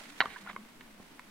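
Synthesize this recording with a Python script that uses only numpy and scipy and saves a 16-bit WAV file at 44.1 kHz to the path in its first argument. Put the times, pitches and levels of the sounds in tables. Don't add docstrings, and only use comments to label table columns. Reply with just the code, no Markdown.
import sys
import numpy as np
from scipy import signal
from scipy.fft import rfft, irfft
from scipy.io import wavfile
from scipy.ndimage import uniform_filter1d

SR = 44100
rng = np.random.default_rng(int(sys.argv[2]) if len(sys.argv) > 2 else 0)


def waveform_to_disk(signal):
    frames = np.transpose(np.atleast_2d(signal))
    scaled = np.clip(frames, -1, 1) * 32767
    samples = np.round(scaled).astype(np.int16)
    wavfile.write(sys.argv[1], SR, samples)


N = 57330
T = np.arange(N) / SR

# start_s, level_db, pitch_ratio, brightness_db_per_octave
HORN_BLOWS = [(0.2048, 0, 1.0, 0.2), (0.2122, -6.5, 0.95, 0.9), (0.2137, -12, 1.02, -0.8),
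              (0.8092, -32, 1.0, 2.5)]
# pitch_hz, width_hz, level_db, left_over_right_db
HORN_TONES = [(345, 230, 6.5, 1.5), (774, 144, 13.5, 1), (971, 47, 15.5, -1), (1524, 213, 19.5, 1),
              (1755, 280, 15, -10), (1940, 290, 16, -4.5), (2240, 180, 11.5, -16), (2790, 62, 11, -4),
              (3057, 227, 11.5, -4.5), (3920, 250, 7.5, -5.5), (4315, 330, 4.5, 0), (5200, 800, -14, 15),
              (8200, 3000, -28, -1)]
# pitch_hz, level_db, fade_s (time to fall by 60 dB)
HORN_RINGING = [(870, -44, 0.026), (1060, -32, 0.04), (1470, -60, 0.036), (2196, -39, 0.11),
                (3280, -56, 0.054), (3680, -24, 0.021), (4300, -31, 0.021)]
# start_s, level_db, pitch_ratio, brightness_db_per_octave, left_over_right_db
HOOF_KNOCKS = [(0.256, -11, 1.64, 1, -4), (0.2578, 0.5, 1.12, -6, -0.5), (0.2621, -10, 1.124, -5, 0),
               (0.4981, -6.5, 1.14, 0, 1), (0.5311, -18, 1.09, 5, -3), (0.5623, -8.5, 0.827, 3.5, -4),
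               (0.5641, -4, 1.07, -5.5, 1), (0.6507, -21.5, 0.96, 8.5, 2), (0.8114, -22.5, 1.07, -1.5, 0),
               (1.1948, -10, 0.96, 5, 3)]
# pitch_hz, width_hz, level_db, left_over_right_db
HOOF_TONES = [(400, 590, -13.5, 3), (1050, 192, 8, 1.5), (1445, 140, -0.5, 2), (1930, 370, -2.5, -4),
              (2760, 330, -11.5, -9), (4160, 940, -22.5, 1), (7040, 7100, -35.5, 8)]
# start_s, level_db, pitch_ratio
TURF_THUDS = [(0.2075, 2, .66), (0.277, 0, .33), (0.485, -8, .4), (0.565, -8, .5), (0.812, -11, .4),
              (1.0005, 0.5, 1.02)]
# pitch_hz, width_hz, level_db, left_over_right_db
TURF_TONES = [(80, 70, -8, 0), (205, 65, 0, 0), (450, 240, -13, 0), (900, 700, -28, 0)]
# start_s, level_db, pitch_hz, swell_s, left_over_right_db
STONE_CLACKS = [(0.2205, -26.5, 1097, 0.0024, 2.5), (0.3598, -38.5, 1600, 0.0017, -8.5),
                (0.3618, -43.5, 992, 0.0035, -7), (0.3670, -38.5, 1750, 0.0007, -4),
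                (0.3675, -51, 1130, 0.0024, -11), (0.4635, -40.5, 1075, 0.0015, 3),
                (0.4730, -38, 1406, 0.0027, 4.5), (0.4958, -40, 2060, 0.0022, -9),
                (0.5625, -40, 2152, 0.0013, -13.5), (0.5659, -50.5, 1090, 0.0035, -3),
                (0.8092, -50, 2920, 0.00034, -6), (0.8095, -53, 2080, 0.0021, -6),
                (1.1942, -39, 2090, 0.00072, -7)]
# middle_s, half_length_s, level_db, brightness_db_per_octave
HOOF_SLIDES = [(0.008, 0.012, -53, -12.5), (0.057, 0.0037, -50, 7), (0.102, 0.0052, -50.5, 11.5),
               (0.239, 0.0075, -41, -6), (0.2587, 0.002, -45.5, 10), (0.313, 0.024, -50.5, 6.5),
               (0.344, 0.017, -53, 6), (0.385, 0.0085, -53, 12.5), (0.412, 0.0042, -54, 16),
               (0.468, 0.013, -48.5, -2.5), (0.499, 0.015, -42.5, 2), (0.999, 0.015, -58, -7.5)]
# pitch_hz, width_hz, level_db, left_over_right_db
GRIT_TONES = [(766, 205, 1.5, -4), (1090, 106, 2.5, -2), (1467, 110, 0.5, -4), (2000, 720, -3, -12.5),
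              (3270, 1070, -11.5, -3), (7600, 4600, -37.5, 16)]
# pitch_hz, fade_s
BOULDER_FADE = [(200, 0.51), (600, 0.39), (1300, 0.046), (2400, 0.029), (4000, 0.08), (9000, 0.029)]
# pitch_hz, fade_s
SLOPE_FADE = [(200, 0.15), (1200, 0.79), (3000, 1), (8000, 0.4)]
# pitch_hz, level_db
WIND_COLOUR = [(20, 6), (40, -20.5), (70, -10), (130, -7.5), (190, 1.5), (280, 1), (480, -6.5),
               (1000, -7.5), (2200, -10), (3500, -14), (6500, -20.5), (9000, -19.5), (15500, -24)]
# pitch_hz, likeness (0 to 1)
STEREO_LIKENESS = [(50, 0.94), (300, 0.58), (1000, 0.43), (2500, 0.02), (5000, 0), (15000, 0)]
# time_s, level_db
GRASS_LEVEL = [(0, -50), (.12, -57), (.2, -56.5), (.42, -58.5), (.56, -65), (.74, -67.5), (1.3, -64)]
# pitch_hz, level_db
GRASS_COLOUR = [(100, -11.5), (500, -7.5), (1000, -2), (2000, 1.5), (3800, -4.5), (5500, -8.5), (9000, -12),
                (15500, -25)]
# time_s, level_db, pitch_hz
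HUM_PATH = [(0, -69, 240), (0.071, -59.5, 225.2), (0.13, -60, 301.2), (0.199, -77, 291),
            (0.299, -57.5, 199.8), (0.385, -74, 213.3), (0.435, -54, 217.7), (0.524, -62, 214.5),
            (0.544, -50, 207.2), (.565, -68, 213), (0.588, -50.5, 215.9), (0.636, -55.5, 215.5),
            (0.674, -73, 217.9), (0.809, -63, 256.5), (.85, -67.5, 234.7), (.9, -61.5, 209.6),
            (1.0, -63.5, 207.7), (1.1, -84, 224.8), (1.3, -61.5, 216)]

LEAD_SAMPLES = 24
TREBLE_LAG_S_PER_OCTAVE = 0.000181
GRAINS_PER_S, GRAIN_SPREAD_DB = 2500, 3
WIND_DB, GUST_DB = -56, 0.7
HUM_WAVER_HZ = 7


def horns():
    crack, ring, t = np.zeros((2, N)), np.zeros((2, N)), T[:SR // 4]
    for start_s, db, pitch, bright_db in HORN_BLOWS:
        add(crack, start_s - LEAD_SAMPLES / SR, amp(db) * strike(HORN_TONES, pitch, bright_db))
    tones = sum(amp(db - 60 * t / fade_s) * np.sin(2 * np.pi * hz * t) for hz, db, fade_s in HORN_RINGING)
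    fade_in = 1 - np.exp(-t / 0.00059)
    add(ring, HORN_BLOWS[0][0], tones * fade_in)
    return crack, ring


def hooves():
    out = np.zeros((2, N))
    for start_s, db, pitch, bright_db, pan in HOOF_KNOCKS:
        knock = strike(HOOF_TONES, pitch, bright_db)
        add(out, start_s - LEAD_SAMPLES / SR, amp(db) * sides(pan) * knock)
    return out


def thuds():
    out = np.zeros((2, N))
    for start_s, db, pitch in TURF_THUDS:
        add(out, start_s, amp(db) * strike(TURF_TONES, pitch, bright_db=0))
    return out


def stones():
    out, t = np.zeros((2, N)), T[:SR // 20]
    for start_s, db, hz, swell_s, pan in STONE_CLACKS:
        swell = t / swell_s * np.exp(1 - t / swell_s)
        add(out, start_s, amp(db) * sides(pan) * swell * np.sin(2 * np.pi * hz * t))
    return out


def scrapes():
    out = np.zeros((2, N))
    for middle_s, half_s, db, bright_db in HOOF_SLIDES:
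        hits = (rng.random(N) < GRAINS_PER_S / SR) * rng.choice([-1, 1], N)
        grains = hits * amp(GRAIN_SPREAD_DB * rng.standard_normal(N))
        click = strike(GRIT_TONES, 1, bright_db)
        rub = unit(signal.fftconvolve(grains[None], click, axes=1)[:, :N])
        swell = np.exp(-((T - middle_s) / half_s) ** 2)
        out += amp(db) * rub * swell
    return out


def strike(tones, pitch, bright_db, size=4096):
    hz = abs(np.fft.fftfreq(size, 1 / SR))
    power = sum((amp(db) * sides(pan)) ** 2 / (1 + ((hz - centre * pitch) / (width * pitch)) ** 2) ** 3
                for centre, width, db, pan in tones)
    octaves = np.log2(np.clip(hz, 500, 6000) / 1400)
    bass_cut = (hz ** 2 + 1) / (hz ** 2 + 40 ** 2)
    log_gain = np.log(np.sqrt(power) * amp(bright_db * octaves) * bass_cut + 1e-4)
    lag = 2 * np.pi * np.cumsum(TREBLE_LAG_S_PER_OCTAVE * np.maximum(octaves, 0)) * SR / size
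    spectrum = np.exp(np.conj(signal.hilbert(log_gain)) - 1j * lag)
    blow = irfft(spectrum[:, :size // 2 + 1])
    fade_in = np.minimum(np.arange(size // 2) / LEAD_SAMPLES, 1) ** 2
    return np.roll(blow, LEAD_SAMPLES, axis=1)[:, :size // 2] * fade_in


def echoes(sound, fades, delay_s, rise_s, alike, size=128):
    t = T[:SR * 3 // 5]
    bounces = rng.choice([-1., 1.], (2, len(t))) * (rng.random((2, len(t))) < 1 / 6)
    hz, when, bands = signal.stft(pair(*bounces, alike), SR, nperseg=size)
    bands = bands * amp(-60 * when / read(fades, hz)[:, None])
    tail = signal.istft(bands, SR, nperseg=size)[1][:, :len(t)]
    spectrum = rfft(tail * (1 - np.exp(-t / rise_s)))
    spectrum /= np.sqrt(uniform_filter1d(abs(spectrum) ** 2, size=400, axis=1))
    tail = irfft(spectrum)[:, :len(t) - SR // 50]
    out = np.zeros((2, N))
    add(out, delay_s, signal.fftconvolve(sound, tail, axes=1))
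    return out


def wind():
    return amp(WIND_DB + GUST_DB * drift(36)) * noise(WIND_COLOUR)


def grass():
    level_db = np.interp(T, *np.transpose(GRASS_LEVEL)) + 2.43 * drift(93)
    return amp(level_db) * sides(-4.1) * noise(GRASS_COLOUR)


def hum():
    time_s, db, hz = np.transpose(HUM_PATH)
    pitch_hz = np.interp(T, time_s, hz) + HUM_WAVER_HZ * drift(29)
    level_db = np.interp(T, time_s, db) + 1.1 * drift(30)
    return amp(level_db) * unit(np.sin(2 * np.pi * np.cumsum(pitch_hz) / SR))


def noise(colour):
    hz = np.fft.rfftfreq(N, 1 / SR)
    a, b = rfft(rng.standard_normal((2, N)))
    spectrum = pair(a, b, read(STEREO_LIKENESS, hz)) * amp(read(colour, hz))
    return unit(irfft(spectrum, N))


def drift(rate_hz):
    hz = np.fft.rfftfreq(2 * N, 1 / SR)
    spectrum = rfft(rng.standard_normal(2 * N)) * np.exp(-(hz / rate_hz) ** 2)
    return unit(irfft(spectrum)[:N])


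def pair(a, b, alike):
    shared, apart = a * np.sqrt((1 + alike) / 2), b * np.sqrt((1 - alike) / 2)
    return np.array([shared + apart, shared - apart])


def sides(db):
    return amp(np.array([[db], [-db]]) / 2)


def amp(db):
    return 10 ** (np.asarray(db) / 20)


def unit(x):
    return x / np.sqrt(np.mean(x ** 2) + 1e-20)


def read(table, hz):
    row_hz, value = np.transpose(table)
    return np.interp(np.log(hz + 1), np.log(row_hz + 1), value)


def add(mix, start_s, sound):
    part = mix[:, max(round(start_s * SR), 0):][:, :sound.shape[-1]]
    part += sound[..., :part.shape[1]]


def scene():
    crack, ring = horns()
    feet = hooves() + stones() + scrapes()
    boulders = amp(-8.5) * echoes(crack, BOULDER_FADE, delay_s=0.001998, rise_s=0.000093, alike=1.0)
    boulders += amp(-13) * echoes(feet, BOULDER_FADE, delay_s=0.0019, rise_s=0.00026, alike=0.77)
    slope = amp(-22) * echoes(crack + feet, SLOPE_FADE, delay_s=0.034, rise_s=0.0059, alike=0.47)
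    return crack + ring + feet + thuds() + boulders + slope + wind() + grass() + hum()


def record(dry):
    treble_cut = signal.firwin(511, 15900, window=("kaiser", 9), fs=SR)
    return signal.oaconvolve(dry, treble_cut[None], "same")


dry = scene()
out = record(dry)
waveform_to_disk(out)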